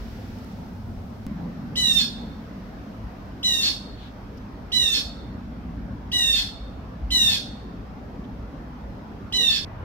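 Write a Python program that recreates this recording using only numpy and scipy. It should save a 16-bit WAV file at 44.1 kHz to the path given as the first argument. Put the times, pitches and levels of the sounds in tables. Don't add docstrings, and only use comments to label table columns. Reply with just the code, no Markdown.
import sys
import numpy as np
from scipy import signal
from scipy.fft import rfft, irfft
from scipy.io import wavfile
from scipy.ndimage import uniform_filter1d

SR = 44100
rng = np.random.default_rng(int(sys.argv[2]) if len(sys.argv) > 2 else 0)


def wav_out(sig):
    wavfile.write(sys.argv[1], SR, np.round(np.clip(np.atleast_2d(sig).T, -1, 1) * 32767).astype(np.int16))


N = 433944
TIME, BINS = np.arange(N) / SR, np.fft.rfftfreq(N, 1 / SR)
TREE_S, LEAVE_S = 1.2666, 9.649

# frequency in Hz, relative density in dB per Hz.
POND_AIR_COLOUR = [(15, -37), (25, -6), (49, -3.5), (107, -2.5), (144, -18), (209, -11), (253, -8.5),
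                   (289, -20), (895, -24), (1140, -31), (1270, -29), (1900, -43.5), (2170, -44),
                   (8580, -60), (15500, -58)]
# frequency in Hz, relative density in dB per Hz.
TREE_AIR_COLOUR = [(12, -28), (20, -20.5), (49, 3.5), (80, -5), (109, -2.5), (144, -13), (213, -14.5),
                   (282, -8.5), (324, -16), (767, -19), (1410, -25), (2610, -37.5), (5530, -47.5),
                   (7730, -60.5), (15500, -64)]
# frequency in Hz, relative density in dB per Hz.
LAST_AIR_COLOUR = [(15, -35), (40, -6), (110, 0), (180, -19), (400, -17.5), (950, -17), (1300, -23),
                   (2500, -33), (5500, -56), (8000, -68), (15000, -75)]
# frequency in Hz, left-right correlation (1 is identical).
SIDE_LIKENESS = [(30, 0.92), (150, 0.97), (280, 0.93), (500, 0.6), (1000, 0.019), (2000, 0.071),
                 (15000, 0.017)]
RUMBLE_DB = -47.5
# peak time in seconds, seconds from peak to 1/e, peak level in dB.
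SWELLS = [(0.05, 0.24, -38), (5.6, 0.9, -42), (6.6, 0.24, -40), (7.09, 0.092, -30.5), (8.3, 0.81, -45.5),
          (9.5, .3, -44)]
# time in seconds, level in dB.
DRONE_LEVEL = [(0, -44.5), (.6, -41), (1.26, -42.5), (1.27, -32.5), (2.2, -37), (2.4, -40.5), (4.3, -45.5),
               (5.85, -35.5), (6.35, -47), (7.25, -40), (9.55, -43.5), (9.84, -50.5)]
# time in seconds, level in dB.
BREEZE_LEVEL = [(0, -51.5), (.45, -53.5), (.8, -58.5), (1.3, -58.5), (2.5, -58), (4.4, -61), (6, -63.5),
                (7.8, -63), (9.84, -62.5)]
# frequency in Hz, relative density in dB per Hz.
LEAF_COLOUR = [(500, -19), (1500, 13.5), (3000, 6.5), (5500, 5), (7000, -5.5), (10700, -14.5),
               (11600, -1.5), (13500, -6.5), (15500, -8)]
# start in seconds, length in seconds, centre in Hz, width in Hz, level in dB before its fades.
SMALL_PUFFS = [(.378, 0.023, 4500, 6000, -58), (0.44, 0.012, 9000, 9000, -57),
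               (0.514, .025, 5500, 7000, -63), (3.934, 0.21, 3380, 1500, -50.5),
               (4.367, .025, 5300, 1100, -56), (4.368, .012, 13500, 4000, -62),
               (8.233, 0.032, 3200, 1200, -56)]
# frequency in Hz, time to fall 60 dB in seconds.
WOODS_RING = [(1500, 0.22), (2800, 0.74), (3600, 0.66), (4400, 0.72), (5500, 0.54), (8000, 0.65),
              (14000, 0.29)]
# frequency in Hz, direct over echoes in dB.
DIRECT_OVER_ECHOES = [(1800, -1.5), (2900, 5), (3800, 0.5), (4600, 1.5), (5500, -12), (7000, 8), (9000, -5),
                      (14000, 2)]
# frequency in Hz, left over right in dB.
SIDE_BALANCE = [(1000, 7), (1900, 1.5), (2900, -4), (3800, -3), (4500, -2), (5400, -10.5), (7000, 3),
                (8800, 10.5), (10000, 17.5), (11500, -7), (13500, 11.5), (15500, -10)]
# start in seconds, voice break in seconds, end in seconds, top pitch in Hz,
# settled pitch in Hz, seconds to be halfway down, power of lingering at the top, 4th harmonic in dB,
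# its swell in dB per second, harmonics below it in dB, harmonics above it in dB, rasp in dB, and
# left over right in dB. The three harmonic levels are group levels, before each harmonic's own offset.
CALLS = [(1.754, 1.98, 2.038, 999, 895.4, 0.11, 4.2, -16, 5, -37, -34, -20.5, 0.29),
         (3.428, 3.618, 3.702, 1002, 903, 0.078, 2.95, -21, -39, -38, -34, -20, 1),
         (4.717, 4.93, 4.998, 995.4, 886, 0.11, 4.04, -18.5, -25, -36.5, -34.5, -20.5, 0.16),
         (6.115, 6.33, 6.416, 982, 896, 0.099, 3.2, -16.5, 17, -34.5, -34, -21.5, 1),
         (7.103, 7.281, 7.373, 1022, 838.8, .115, 1.7, -15.5, -5.5, -35.5, -31, -22.5, 0.83),
         (9.322, 9.491, 9.590, 1001, 878, 0.099, 3.74, -16, 10, -36, -36.5, -24, -1.1)]
# harmonic number, offset within its group in dB.
HARMONIC_OFFSETS = [(1, -21.5), (2, -3.5), (3, 5), (4, -1.5), (5, -8.5), (6, -2), (7, -4.5), (8, -7),
                    (9, -10), (10, -11), (11, -24.5), (12, -20), (13, -16), (14, -13.5), (15, -23),
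                    (16, -18), (17, -25)]
# frequency in Hz, width in Hz, relative gain in dB.
THROAT_RESONANCES = [(1615, 49, -2), (2260, 350, -7), (2780, 59, -26), (3620, 800, 8.5), (4372, 210, 16.5),
                     (4730, 470, 9.5), (5200, 460, 3.5), (7070, 510, -2), (8700, 970, -15.5),
                     (12500, 4600, -23)]

CHIRP_HZ, CHIRP_RISE_HZ, CHIRP_S, CHIRP_DB = 2750, 1000, 0.011, -29
SAG_HZ, SAG_S = 79.25, 0.075
MIDDLE_S, LOW_FADE_DB_PER_S, HIGH_GROW_DB_PER_S = 0.14, 45, 11
RING_LOSS_DB, HIGH_LOSS_DB, BREAK_S = 9, 6.5, 0.043


def amp(db):
    return 10 ** (np.asarray(db) / 20)


def unit(x):
    return x / np.sqrt(np.mean(x ** 2) + 1e-20)


def at_hz(points, hz):
    f, value = np.transpose(points)
    return np.interp(np.log(hz + 1), np.log(f + 1), value)


def at_time(rows):
    s, value = np.transpose(rows)
    return np.interp(TIME, s, value)


def wander(size, rate_hz):
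    hz = np.fft.rfftfreq(size, 1 / SR)
    smooth = rfft(rng.standard_normal(size)) / (1 + (hz / rate_hz) ** 4)
    return unit(irfft(smooth, size))


def resonate(x, hz, width_hz):
    pole = np.exp((2j * np.pi * hz - np.pi * width_hz) / SR)
    return 2 * signal.lfilter([(1 - abs(pole)) ** 2], np.poly([pole, pole]), x).real


def ramp(t, start, length):
    return np.sin(np.pi / 2 * np.clip((t - start) / length, 0, 1)) ** 2


def add(mix, s, sound):
    part = mix[:, round(s * SR):][:, :sound.shape[1]]
    part += sound[:, :part.shape[1]]


def air_noise(gain):
    a, b = rfft(rng.standard_normal((2, N)))
    same = np.clip(at_hz(SIDE_LIKENESS, BINS), -1, 1)
    right = same * a + np.sqrt(1 - same ** 2) * b
    return unit(irfft(np.array([a, right]) * gain, N))


def hump(hz, width_hz):
    return air_noise(1 / (1 + abs((BINS - hz) / width_hz) ** 3))


def patchy(x):
    z = signal.stft(x, SR, nperseg=1024)[2]
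    patches = rng.standard_normal(z.shape[1:])
    patches = uniform_filter1d(patches, 5, 0)
    patches = unit(uniform_filter1d(patches, 7, 1))
    return signal.istft(z * amp(2.2 * patches - 0.4), SR, nperseg=1024)[1][:, :N]


def still_air():
    bass_db = -4 / (1 + (BINS / 75) ** 4)
    pond = amp(-37) * air_noise(amp(at_hz(POND_AIR_COLOUR, BINS) + bass_db))
    tree = amp(-39.07) * air_noise(amp(at_hz(TREE_AIR_COLOUR, BINS) + bass_db))
    last = amp(-37) * air_noise(amp(at_hz(LAST_AIR_COLOUR, BINS)))
    return patchy(np.select([TIME < TREE_S, TIME < LEAVE_S], [pond, tree], last))


def deep_rumble():
    power = amp(RUMBLE_DB) ** 2
    for peak_s, half_s, db in SWELLS:
        swell = amp(db) * np.exp(-((TIME - peak_s) / half_s) ** 2)
        power = power + swell ** 2
    return hump(58.8, 13.3) * np.sqrt(power)


def traffic_drone():
    return hump(205.3, 59.3) * amp(at_time(DRONE_LEVEL))


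def leaf_breeze():
    return air_noise(amp(at_hz(LEAF_COLOUR, BINS))) * amp(at_time(BREEZE_LEVEL))


def background():
    return still_air() + deep_rumble() + traffic_drone() + leaf_breeze()


def small_puffs():
    mix = np.zeros((2, N))
    for s, length, hz, width_hz, db in SMALL_PUFFS:
        size = round(length * SR)
        puff = unit(resonate(rng.standard_normal((2, size)), hz, width_hz))
        add(mix, s, amp(db) * puff * np.hanning(size))
    return mix


def jump_click():
    mix = np.zeros((2, N))
    step = -amp(-24) * np.exp(-TIME[:SR // 100] / 0.0014)
    add(mix, TREE_S, np.array([step, step]))
    return mix


def woods():
    t, hz = np.arange(SR) / SR, np.fft.rfftfreq(SR, 1 / SR)
    gap_s = 0.013
    sparse = rng.standard_normal((2, SR)) * (rng.random((2, SR)) < 700 / SR)
    trunks = sparse * ramp(t, gap_s, 0.0077) * amp(-60 * t / 0.26)
    leaves = sparse * (1 - ramp(t, 0.0046, 0.016))
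    band_hz, frame_s, z = signal.stft(rng.standard_normal((2, SR)), SR, nperseg=256)
    decay = amp(-60 * frame_s / at_hz(WOODS_RING, band_hz)[:, None])
    far = signal.istft(z * decay, SR, nperseg=256)[1][:, :SR] * ramp(t, gap_s, 0.095)
    echoes = unit(unit(trunks) + amp(-8) * unit(leaves) + amp(-19) * unit(far)) / np.sqrt(SR)
    straight = amp(at_hz(DIRECT_OVER_ECHOES, hz))
    direct = straight * np.exp(-2j * np.pi * hz * np.array([[0], [0.000096]]))
    spectrum = (direct + rfft(echoes)) / np.sqrt(1 + straight ** 2)
    return np.roll(irfft(spectrum, SR), 32, axis=1) * (1 - ramp(t, 0.7, 0.2))


def first_chirp(age):
    progress = np.clip(age / CHIRP_S, 0, 1)
    turns = np.cumsum(CHIRP_HZ + CHIRP_RISE_HZ * progress) / SR
    envelope = np.sqrt(2 * (1 - progress ** 2)) * ramp(age, 0, 0.002)
    return amp(CHIRP_DB) * envelope * np.sin(2 * np.pi * turns)


def jay_pitch(age, length, top_hz, settled_hz, fall_s, linger):
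    held = 1 / (1 + (age / fall_s) ** linger)
    giving_out = np.clip(1 - (length - age) / SAG_S, 0, 1)
    return settled_hz + (top_hz - settled_hz) * held - SAG_HZ * giving_out ** 2


def jay_levels(age, clear_s, ring_db, swell_db_per_s, below_db, above_db):
    drift_s = np.minimum(age, clear_s) - MIDDLE_S
    broken = ramp(age, clear_s, BREAK_S)
    main_db = ring_db + swell_db_per_s * drift_s - RING_LOSS_DB * broken
    low_db = below_db - LOW_FADE_DB_PER_S * (age - MIDDLE_S)
    high_db = above_db + HIGH_GROW_DB_PER_S * drift_s - HIGH_LOSS_DB * broken
    return main_db, low_db, high_db


def nasal_tone(age, hz, clear_s, rough, levels):
    main_db, low_db, high_db = levels
    strain = 0.004 * ramp(age, 0, clear_s)
    unsteady = 0.00089 + strain + 0.017 * (rough + 1.65 * np.exp(-age / 0.016))
    scoop = 1 - 0.32 * np.exp(-age / 0.0045)
    turns = np.cumsum(hz * scoop * (1 + unsteady * wander(len(age), 450))) / SR
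    tone = np.zeros(len(age))
    for order, db in HARMONIC_OFFSETS:
        if order < 4:
            group_db = low_db
        elif order == 4:
            group_db = main_db
        else:
            group_db = high_db + 3 * wander(len(age), 120)
        phase = 2 * np.pi * (order * turns + rng.random())
        tone += amp(db + group_db) * np.sqrt(2) * np.cos(phase)
    return tone * amp(-1) * ramp(age, 0, 0.026)


def throat_snaps(hz):
    cycles = np.cumsum(hz * (1 + 0.22 * wander(len(hz), 500))) / SR
    snaps = np.diff(np.floor(cycles), prepend=0)
    uneven = amp(0.98 * rng.standard_normal(len(hz)))
    return unit(snaps * uneven) + 0.47 * rng.standard_normal(len(hz))


def throat_rasp(snaps, rough, rasp_db):
    rasp = unit(sum(amp(db) * resonate(snaps, f, width) for f, width, db in THROAT_RESONANCES))
    return rasp * amp(rasp_db) * (rough + amp(-35))


def first_scrape(snaps, age):
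    scrape = unit(resonate(snaps, 5200, 1500) + 0.1 * resonate(snaps, 8500, 5000))
    return scrape * amp(-32) * ramp(age, 0, 0.004) * np.exp(-age / 0.026)


def jay_call(start, breaks, end, top_hz, settled_hz, fall_s, linger,
             ring_db, swell_db_per_s, below_db, above_db, rasp_db, balance_db):
    age = np.arange(start, end + 0.0092, 1 / SR) - start
    length, clear_s = end - start, breaks - start
    hz = jay_pitch(age, length, top_hz, settled_hz, fall_s, linger)
    levels = jay_levels(age, clear_s, ring_db, swell_db_per_s, below_db, above_db)
    rough = ramp(age, clear_s - 0.025, 0.062)
    tone = nasal_tone(age, hz, clear_s, rough, levels)
    snaps = throat_snaps(hz)
    voice = tone + throat_rasp(snaps, rough, rasp_db) + first_scrape(snaps, age)
    gate = ramp(age, 0, 0.002) * (1 - ramp(age, length - 0.022, 0.022))
    sides = amp(np.array([[balance_db], [-balance_db]]) / 2)
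    return (first_chirp(age) + voice * gate) * sides


def jay():
    mix = np.zeros((2, N))
    for call in CALLS:
        add(mix, call[0], signal.fftconvolve(jay_call(*call), woods(), axes=1))
    tilt = amp(at_hz(SIDE_BALANCE, BINS) / 2)
    sides = np.array([tilt, 1 / tilt]) / np.sqrt((tilt ** 2 + tilt ** -2) / 2)
    return irfft(rfft(mix) * sides, N) * (TIME < LEAVE_S)


def scene():
    return background() + small_puffs() + jump_click() + jay()


def record(dry):
    low_pass = signal.firwin(511, 15900, window=("kaiser", 9), fs=SR)
    return signal.oaconvolve(dry, low_pass[None], "same")


dry = scene()
out = record(dry)
wav_out(out)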